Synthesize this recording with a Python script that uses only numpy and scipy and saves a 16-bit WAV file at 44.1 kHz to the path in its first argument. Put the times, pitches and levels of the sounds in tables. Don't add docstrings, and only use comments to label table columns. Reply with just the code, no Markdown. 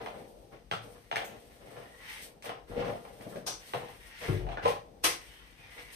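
import sys
import numpy as np
from scipy import signal
from scipy.fft import rfft, irfft
from scipy.io import wavfile
from scipy.ndimage import uniform_filter1d

SR = 44100
rng = np.random.default_rng(int(sys.argv[2]) if len(sys.argv) > 2 else 0)


def bounce(signal):
    frames = np.transpose(np.atleast_2d(signal))
    limited = np.clip(frames, -1, 1)
    pcm = np.round(limited * 32767).astype(np.int16)
    wavfile.write(sys.argv[1], SR, pcm)


N = 262703

SIZE = 32768
HZ = np.fft.rfftfreq(SIZE, 1 / SR)
T = np.arange(SIZE) / SR

# frequency in Hz, strength in dB per Hz.
AIR_SPECTRUM = [(20, -11), (45, 8), (80, 0), (140, -3.5), (250, -7.5), (500, -10), (1000, -20), (3000, -24),
                (8000, -29.5), (15000, -40)]
AIR_DB = -59.5

# start in seconds, end in seconds, hiss of the strands in dB,
# its drift in dB per second, chatter at the start in dB, chatter at the end in dB, cushion drumming in dB.
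PASSES = [(0.0, 0.552, -62, -22.5, -80, -109, -52.5), (0.813, 1.116, -61, -32, -56, -64, -64.5),
          (1.212, 2.243, -67.5, 2.5, -61, -56.5, -56.5), (2.667, 3.386, -65.5, 4, -48.5, -66, -50.5),
          (3.583, 4.318, -61, -1.5, -52, -46, -62), (5.192, 5.593, -58.5, -40, -46, -56, -68),
          (5.567, 5.963, -72, 25, -50.5, -46.5, -68)]
PASS_ATTACK_S, PASS_RELEASE_DB_PER_S = 0.027, 234
CUSHION_FADE_DB_PER_S = 11
# start in seconds, length in seconds, level in dB,
# chatter of the bristles relative to it in dB.
PRESSES = [(-.02, 0.066, -41, -3), (0.128, 0.088, -49, -5), (0.512, 0.039, -51.5, -1),
           (0.826, 0.097, -52.5, -36), (1.274, 0.075, -51.5, 0), (1.6, .15, -53, -4.5),
           (1.753, 0.077, -48.5, -4), (2.183, 0.2, -60.5, -26), (2.442, 0.032, -46.5, 5),
           (2.7, 0.11, -42, -7.5), (2.756, 0.058, -38, -1), (2.831, 0.067, -34, -8.5),
           (2.931, 0.045, -50, -4), (3.186, 0.21, -51.5, -5), (3.792, 0.054, -51, -7),
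           (4.205, 0.13, -44.5, -4), (4.39, 0.11, -46.5, -15), (4.492, 0.04, -52, 0),
           (4.617, 0.077, -41.5, 7), (4.822, 0.15, -55.5, -40), (5.76, 0.03, -56, -2)]
PRESS_ATTACK_S, PRESS_RELEASE_DB_PER_S, CHATTER_RELEASE_DB_PER_S = 0.023, 133, 198
PRESS_HISS_DB = -25.5
# moment of top speed in seconds, rise in seconds,
# fall in seconds, chatter in dB, hiss in dB.
SWISHES = [(2.125, 0.17, 0.19, -39, -55.5), (2.245, 0.17, 0.11, -62, -51.5), (2.46, 0.033, 0.073, -58, -51),
           (3.7, 0.086, 0.21, -50.5, -55), (4.25, 0.15, 0.26, -38.5, -52.5),
           (5.795, 0.13, 0.095, -44, -59.5), (5.945, 0.049, 0.047, -53, -52)]
SWISH_FALL_DB = 39
# frequency in Hz, strength in dB per Hz.
SCRAPE_SPECTRUM = [(40, -9), (80, -5.5), (110, -5), (190, -0.5), (290, -1.5), (480, 2.5), (700, 1),
                   (900, -5.5), (1200, -22.5), (2000, -39), (5000, -63)]
RASP_SPECTRUM = [(300, -10.5), (650, -8), (850, -5.5), (1100, -5.5), (1500, -7.5), (2500, -21.5),
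                 (4000, -25), (9000, -63)]
CHATTER_SPECTRUM = [(400, -33), (900, -3), (1300, -7), (1650, -1.5), (2000, 3.5), (2600, -1.5), (3200, -2),
                    (4100, -11), (6000, -14.5), (12000, -40)]
HISS_SPECTRUM = [(1500, -6.5), (3200, 4.5), (5000, 1), (6500, 0), (8500, 3), (10500, 1.5), (14000, -5.5),
                 (16000, -9)]

# start in seconds, level in dB, tilt in dB per octave,
# lift of the hand's low thud in dB, favoured ring in Hz, lift of that ring in dB.
BRUSH_CLACKS = [(.06, -36, -3.5, -30, 704, 1), (1.765, -49.5, -3, -12, 600, 1),
                (1.829, -51.5, -4.5, -12, 560, -3), (1.246, -47.5, 19.5, -9, 6750, 14),
                (2.423, -48.5, 5.5, -16, 2050, 3), (2.441, -43.5, -3.5, -15, 620, 7),
                (2.457, -41, -0.5, -11, 2580, 2), (2.492, -35, -2.5, -4.5, 1250, 2.5),
                (2.573, -49.5, -9.5, -22, 690, 0), (2.822, -34, -5.5, -18, 600, -2),
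                (3.05, -44, -3.5, -22, 790, 3), (3.209, -50, 1.5, 18, 1710, 7),
                (3.359, -48.5, 4.5, -4, 1650, 11), (3.735, -30, -2.5, -4, 860, 0),
                (3.745, -32.5, -4, 3.5, 500, 8), (3.819, -42.5, -6.5, -4, 905, 7),
                (3.885, -46.5, -4, 0, 600, -6), (4.466, -39.5, -4, 0, 723, 12),
                (4.488, -38.5, -2, -6, 690, 8.5), (4.517, -40, -2, 2, 790, 6),
                (4.571, -33.5, -5.5, -10.5, 1570, 12), (4.656, -28.5, -0.5, 2, 880, 7.5),
                (4.678, -37.5, 6.5, 3, 910, 7), (4.7, -39.5, 0, -6, 870, 5)]
# frequency in Hz, gain in dB, time to fall by 60 dB in seconds.
BRUSH_MODES = [(480, -10, 0.038), (760, -13, 0.069), (1036, 3, 0.052), (2410, 2, 0.24)]
# frequency in Hz, strength in dB per Hz.
PLASTIC_SPECTRUM = [(40, -51), (120, -2.5), (230, -13.5), (330, -6), (500, -5), (780, 3.5), (1020, -3.5),
                    (1400, -5), (2200, -5.5), (3100, -6.5), (4500, -15.5), (7000, -23), (10000, -28.5),
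                    (15000, -40.5)]
# start in seconds, level in dB, tilt in dB
# per octave, lift of the hand's low thud in dB, favoured ring in Hz, lift of that ring in dB.
IRON_CLACKS = [(0.7125, -28, 0, 7.5, 750, 2.2), (0.723, -30.5, -1, 10.5, 1230, 13),
               (0.735, -35, 0.5, 12, 1320, 5.7), (1.113, -29, -2, -30, 825, 3.9),
               (1.126, -32, -2, 0, 846, 5.4), (1.1575, -28.5, 3, -12, 1785, 10.6),
               (1.1665, -28, -2, -4, 2320, 9), (1.1795, -36, -2.5, -9, 790, 2.2),
               (1.217, -35.5, -4.5, -22, 700, 3)]
# frequency in Hz, gain in dB, time to fall by 60 dB in seconds.
IRON_MODES = [(558, 5, 0.27), (710, -24, 0.21), (810, -2, 0.11), (1340, 3, 0.094), (1387, -5, 0.089),
              (1560, -6, 0.025), (1785, 2, 0.44), (2030, -2, 0.17), (2450, -8, 0.28), (2830, -3, 0.035),
              (3212, 5, 0.076), (3467, 4, 0.12), (3880, 4, 0.16)]
IRON_DIRECT_DB = 3

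# start in seconds, end in seconds, start pitch in Hz,
# end pitch in Hz, level in dB ahead of the echoes.
ZIPS = [(1.723, 2.118, 1720, 2025, -57.5), (2.039, 2.24, 2050, 2330, -58), (3.951, 4.189, 1873, 1950, -65),
        (5.242, 5.473, 2990, 3270, -61), (5.554, 5.686, 2570, 2280, -61), (5.676, 5.908, 1990, 1994, -57),
        (5.711, 5.96, 2120, 2345, -56.5)]
ZIP_WAVER = 0.0195

# start in seconds, level in dB, contact time in seconds,
# time the sole takes to roll down in seconds.
STEPS = [(2.69, -43, 0.02, 0.045), (2.775, -42.5, 0.012, 0.045), (4.284, -22.5, 0.0037, 0.046),
         (4.3135, -28.5, 0.0025, 0.021), (4.343, -29, 0.0035, 0.041), (4.397, -33, 0.033, 0.04),
         (4.443, -34, 0.017, 0.027), (4.49, -43, 0.011, 0.03), (4.64, -37, 0.0085, 0.014),
         (5.585, -54, 0.017, 0.09)]
# frequency in Hz, strength in dB, time to fall by 60 dB in seconds.
FLOOR_MODES = [(42.7, -6, 0.4), (99.8, 6.5, 0.34), (124, 7, 0.22), (151.3, 10.5, 0.17), (196, 2.5, 0.15),
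               (286, 2.5, 0.21), (320, 4, 0.2), (364.3, 7, 0.29), (453, 10, 0.12), (600, 7, 0.14)]

# start in seconds, level in dB, boom in Hz.
THUDS = [(2.699, -45.5, 474), (2.766, -33, 447), (2.796, -34.5, 500), (2.867, -45, 590), (2.913, -47, 590),
         (2.955, -47, 493), (3.208, -49, 480), (3.267, -39, 204), (3.357, -36.5, 590), (3.375, -52, 180)]
# frequency in Hz, strength in dB per Hz.
PAD_SPECTRUM = [(50, -17), (110, -1), (180, 3), (320, -0.5), (500, -0.5), (650, 1.5), (900, -17.5),
                (1500, -20), (4000, -47)]
THUD_LIFT_DB = 8.5

# start in seconds, level in dB, length in seconds, ring of the strands
# in Hz, its lift in dB, tilt in dB per octave.
RIPS = [(3.463, -32, 0.018, 5670, 7.5, -0.2), (5.037, -21, 0.013, 2180, 5, 1.5)]
# frequency in Hz, strength in dB per Hz.
RIP_SPECTRUM = [(50, 5), (130, -2), (200, -6.5), (330, 9), (480, 6), (700, 7.5), (1100, 6), (1600, 0.5),
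                (3000, 0.5), (4400, 0), (5800, 1), (8500, -3), (11000, -3), (14500, -17)]
RIP_ATTACK_S = .002
# frequency in Hz, gain in dB, time to fall by 60 dB in seconds.
BRISTLE_MODES = [(341, -1.5, 0.16), (733, -5, 0.14), (1040, 4.5, 0.16), (1260, 3, 0.18), (2082, -2, 0.22),
                 (2250, -0.5, 0.1), (2544, 4, .2), (3480, 1, 0.24), (5660, -1, 0.2), (5930, 6, 0.11),
                 (8116, 6, 0.22)]

# start in seconds, level in dB, contact time in seconds,
# time it rubs on in seconds.
BUMPS = [(4.653, -19.5, 0.0003, 0.012), (4.68, -30, 0.00023, 0.01), (4.697, -26.5, 0.00064, 0.0065),
         (4.727, -39, 0.0005, 0.007), (4.765, -41, 0.00023, 0.017)]
# frequency in Hz, strength in dB, time to fall by 60 dB in seconds.
DOOR_MODES = [(439, 3, 0.087), (480, 7.5, 0.1), (544, 9, 0.11), (590, 8, 0.082), (686, -2, 0.1),
              (790, 4, 0.06), (866, 1, 0.13), (1037, 11.5, 0.13), (1092, 1.5, 0.17), (1110, -8, .1),
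              (1306, -6, 0.14)]

# frequency in Hz, time to fall by 60 dB in seconds.
ROOM_T60 = [(60, 0.28), (230, 0.37), (450, 0.28), (1000, 0.29), (2500, 0.27), (6000, 0.27), (14000, 0.2)]
# delay in seconds, level in dB.
WALLS = [(.0021, -8.5), (.0047, -10), (.0088, -9.5), (0.0122, -7), (0.016, -14.5), (0.025, -9)]
# frequency in Hz, gain in dB, time to fall by 60 dB in seconds.
STANDING_WAVES = [(109, 2, 0.15), (165.8, 0.5, 0.74), (450, 2, 0.35), (483.8, 2, 0.27), (530, -34, 0.83),
                  (596, -22, 0.82), (700.7, -3, 0.081)]
# frequency in Hz, left-right correlation (no unit).
LIKENESS = [(40, .94), (250, .95), (500, .45), (950, -.45), (1800, .15), (3500, .05), (6700, .05),
            (7300, -.85), (7900, .05), (14000, .05)]
LEFT_LAG = 21
# frequency in Hz, left minus right in dB.
LEFT_DB = [(30, 11), (120, 5), (250, 7.5), (500, 2), (2000, 1), (8000, 3.5), (12000, 0)]
# frequency in Hz, gain in dB.
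MICROPHONE = [(18, -16), (28, -8), (38, -2), (62, -0.5), (78, -8), (92, -2.5), (5800, 0), (6800, -2),
              (7400, -10.5), (7800, -0.5), (8400, 3), (9800, -1), (14300, 6), (15200, -19)]
EDGE_HZ = 15500


def amp(db):
    return 10 ** (np.asarray(db) / 20)


def unit(x):
    return x / np.sqrt(np.mean(x ** 2) + 1e-20)


def read(points, hz):
    f, value = np.transpose(points)
    return np.interp(np.log(hz + 1), np.log(f + 1), value)


def hump(hz, octaves):
    return np.exp(-.5 * (np.log2((HZ + 1) / hz) / octaves) ** 2)


def colour(x, db):
    log_gain = np.fft.irfft(np.log(amp(db)))
    log_gain[1:SIZE // 2] *= 2
    log_gain[SIZE // 2 + 1:] = 0
    taps = irfft(np.exp(rfft(log_gain)))[:SIZE // 8]
    return signal.fftconvolve(np.atleast_2d(x), taps[None], axes=1)[:, :x.shape[-1]]


def resonate(x, modes):
    ring = np.zeros(SIZE)
    for hz, db, t60 in modes:
        scale = 2 * np.log(1000) / (t60 * SR)
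        ring += scale * amp(db - 60 * T / t60) * np.cos(2 * np.pi * hz * T)
    return x + signal.fftconvolve(x, ring[None], axes=1)[:, :x.shape[1]]


def add(mix, s, db, sound, size=441):
    peak = np.sqrt(uniform_filter1d((sound ** 2).mean(0), size).max())
    part = mix[:, round(s * SR):][:, :sound.shape[1]]
    part += amp(db) / peak * sound[:, :part.shape[1]]


def pair(x):
    a, b = rfft(x)
    same = np.clip(read(LIKENESS, np.fft.rfftfreq(x.shape[1], 1 / SR)), -.99, .99)
    mid = a * np.sqrt((1 + same) / 2)
    side = b * np.sqrt((1 - same) / 2)
    return irfft(np.array([mid + side, mid - side]), x.shape[1])


def hallway(x, direct_db=-7):
    taps = rng.standard_normal((2, SIZE)) * (rng.random(SIZE) < .12 + 8 * T)
    hz, t, z = signal.stft(pair(taps), SR, nperseg=256)
    fade = amp(-60 * t / read(ROOM_T60, hz)[:, None])
    tail = signal.istft(z * fade, SR, nperseg=256)[1]
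    tail /= np.linalg.norm(tail[0])
    tail[[0, 1], [LEFT_LAG, 0]] += amp(direct_db)
    for delay, db in WALLS:
        lags = rng.integers(0, LEFT_LAG, 2)
        tail[[0, 1], round(delay * SR) + lags] += amp(db)
    return signal.fftconvolve(np.atleast_2d(x), tail, axes=1)[:, :x.shape[-1]]


def slips(size, per_s, spread_db):
    heights = amp(spread_db * np.minimum(rng.exponential(1, size), 4))
    happens = rng.random(size) < per_s / SR
    return unit(heights * rng.standard_normal(size) * happens)


def air():
    noise = pair(rng.standard_normal((2, N)))
    return amp(AIR_DB) * unit(colour(noise, read(AIR_SPECTRUM, HZ)))


def held(start, length, attack_s, release_db_per_s):
    t = np.arange(N) / SR - start
    return np.clip(t / attack_s, 0, 1) * amp(-release_db_per_s * np.maximum(t - length, 0))


def gestures():
    t, power = np.arange(N) / SR, np.zeros((3, N))
    for start, end, hiss_db, drift_db_per_s, first_db, last_db, cushion_db in PASSES:
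        contact = held(start, end - start, PASS_ATTACK_S, PASS_RELEASE_DB_PER_S)
        age = np.clip(t, start, end) - start
        scrape = contact * amp(cushion_db - CUSHION_FADE_DB_PER_S * age)
        chatter = contact * amp(np.interp(t, [start, end], [first_db, last_db]))
        hiss = contact * amp(hiss_db + drift_db_per_s * age)
        power += np.square([scrape, chatter, hiss])
    for start, length, db, chatter_db in PRESSES:
        scrape = amp(db) * held(start, length, PRESS_ATTACK_S, PRESS_RELEASE_DB_PER_S)
        chatter = amp(db + chatter_db) * held(start, length, PRESS_ATTACK_S, CHATTER_RELEASE_DB_PER_S)
        power += np.square([scrape, chatter, chatter * amp(PRESS_HISS_DB)])
    for s, rise, fall, chatter_db, hiss_db in SWISHES:
        away = np.minimum(np.maximum((s - t) / rise, (t - s) / fall), 10)
        speed_gain = amp(-SWISH_FALL_DB * (np.hypot(away, .5) - .5))
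        power[1:] += (amp([[chatter_db], [hiss_db]]) * speed_gain) ** 2
    return np.sqrt(power)


def friction(spectrum, per_s, spread_db, clump_db=3, size=700):
    clumps = amp(clump_db * unit(uniform_filter1d(rng.standard_normal(N), size)))
    stream = hallway(clumps * slips(N, per_s, spread_db), direct_db=-7.5)
    return unit(colour(stream, read(spectrum, HZ)))


def brushing():
    scrape_db, chatter_db, hiss_db = 20 * np.log10(gestures() + 1e-9)
    rasp_db = (scrape_db + chatter_db) / 2
    scrape = amp(scrape_db - 0.1) * friction(SCRAPE_SPECTRUM, per_s=1300, spread_db=0.5, clump_db=1.0)
    rasp = amp(rasp_db - 6.5) * friction(RASP_SPECTRUM, per_s=220, spread_db=2.5)
    chatter = amp(chatter_db - 6.5) * friction(CHATTER_SPECTRUM, per_s=1300, spread_db=1.4, clump_db=2.5)
    hiss = amp(hiss_db + 1.0) * friction(HISS_SPECTRUM, per_s=6000, spread_db=-1.5)
    return scrape + rasp + chatter + hiss


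def clacks(rows, modes, spread_s, direct_db, rattle_s, rattle_hz):
    out = np.zeros((2, N))
    click = np.exp(-4j * np.pi * spread_s * np.sqrt(HZ * 10 ** 3))
    for s, db, tilt_db, thud_db, ring_hz, ring_db in rows:
        rattle = rfft(np.exp(-T / rattle_s) * rng.standard_normal(SIZE))
        rattle /= np.linalg.norm(irfft(rattle))
        blow = irfft((rattle_hz * click + HZ * rattle) / np.hypot(HZ, rattle_hz))
        body = read(PLASTIC_SPECTRUM, HZ) + tilt_db * np.log2(np.maximum(HZ, 300) / 1000)
        body += thud_db * hump(112, octaves=1.0) + ring_db * hump(ring_hz, octaves=0.19)
        ringing = hallway(resonate(blow[None], modes), direct_db)
        add(out, s, db, colour(ringing, body))
    return out


def brush_clacks():
    return clacks(BRUSH_CLACKS, BRUSH_MODES, spread_s=0.001804, direct_db=-2.0,
                  rattle_s=0.021, rattle_hz=4120)


def iron_clacks():
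    return clacks(IRON_CLACKS, IRON_MODES, spread_s=0.00159, direct_db=IRON_DIRECT_DB,
                  rattle_s=0.028, rattle_hz=3470)


def zips(width_hz=120):
    dry = np.zeros((1, N))
    r = np.exp(-np.pi * width_hz / SR)
    for start, end, start_hz, end_hz, db in ZIPS:
        size = round((end - start) * SR)
        noise = rng.standard_normal(size) + 1j * rng.standard_normal(size)
        flutter = signal.lfilter([1], np.poly([r, r]), noise)
        pull = 1 + ZIP_WAVER * unit(uniform_filter1d(rng.standard_normal(size), size=2500))
        pitch_hz = pull * np.linspace(start_hz, end_hz, size)
        turn = np.exp(2j * np.pi * np.cumsum(pitch_hz) / SR)
        tone = (flutter * turn).real * signal.windows.tukey(size, .5)
        add(dry, start, db, tone[None])
    return hallway(dry)


def blows(rows, modes, rub, wet_db, detune, place_db):
    out = np.zeros((2, N))
    for s, db, contact, rub_s in rows:
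        place, load = rng.standard_normal((2, len(modes)))
        ring = np.zeros(SIZE)
        for k, (hz, gain_db, t60) in enumerate(modes):
            sign = (-1) ** k
            fade = amp(gain_db + place_db * place[k] - 60 * T / t60)
            ring += sign * fade * np.sin(2 * np.pi * hz * (1 + detune * load[k]) * T)
        force = (T == 0) + rub * np.exp(-T / rub_s) * unit(rng.standard_normal(SIZE))
        push = signal.fftconvolve(force, T * np.exp(-2 * np.pi * T / contact))[:SIZE]
        sound = signal.fftconvolve(push, ring)[:SIZE]
        direct = np.array([np.pad(sound, (LEFT_LAG, 0))[:SIZE], sound])
        add(out, s, db, direct + amp(wet_db) * hallway(sound, direct_db=-31))
    return out


def footsteps():
    return blows(STEPS, FLOOR_MODES, rub=0.016, wet_db=-12.5, detune=0.0055, place_db=2.0)


def thuds(settle_db=-27, settle_s=0.011):
    out = np.zeros((2, N))
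    for s, db, hz in THUDS:
        settling = np.exp(-T / settle_s) * slips(SIZE, per_s=2000, spread_db=4.0)
        blow = (T == 0) + amp(settle_db) * settling
        body = read(PAD_SPECTRUM, HZ) + THUD_LIFT_DB * hump(hz, octaves=0.092)
        add(out, s, db, colour(hallway(blow, direct_db=-0.5), body))
    return out


def rips(strain_db=-22, strain_s=0.0048, count=4):
    out = np.zeros((2, N))
    lead_s = 1 / 20
    t = T - lead_s
    for s, db, length, ring_hz, ring_db, tilt_db in RIPS:
        strain = amp(strain_db) * np.exp(-abs(t) / strain_s)
        release = (1 - np.exp(-np.maximum(t, 0) / RIP_ATTACK_S)) * np.exp(-(t / length) ** 2)
        snaps = np.zeros((2, SIZE))
        for _ in range(count):
            group = (strain + release) * slips(SIZE, per_s=20000, spread_db=1.0)
            snaps += hallway(group, direct_db=-11.0)
        strands = read(RIP_SPECTRUM, HZ) + ring_db * hump(ring_hz, octaves=0.5)
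        strands += tilt_db * np.log2((HZ + 100) / 1000)
        add(out, s - lead_s, db, colour(resonate(snaps, BRISTLE_MODES), strands))
    return out


def door_bumps():
    return blows(BUMPS, DOOR_MODES, rub=0.017, wet_db=-8.5, detune=0.012, place_db=2.5)


def scene():
    hair = brushing() + zips() + rips()
    brush = brush_clacks() + thuds()
    near = resonate(hair + brush + iron_clacks(), STANDING_WAVES)
    return near + footsteps() + door_bumps() + air()


def record(dry):
    lean_db = read(LEFT_DB, np.fft.rfftfreq(N, 1 / SR)) / 2
    leaning = irfft(rfft(dry) * amp([lean_db, -lean_db]), N)
    heard = colour(leaning, read(MICROPHONE, HZ))
    low_pass = signal.firwin(255, EDGE_HZ, window=("kaiser", 9), fs=SR)
    return signal.oaconvolve(heard, low_pass[None], "same")


dry = scene()
out = record(dry)
bounce(out)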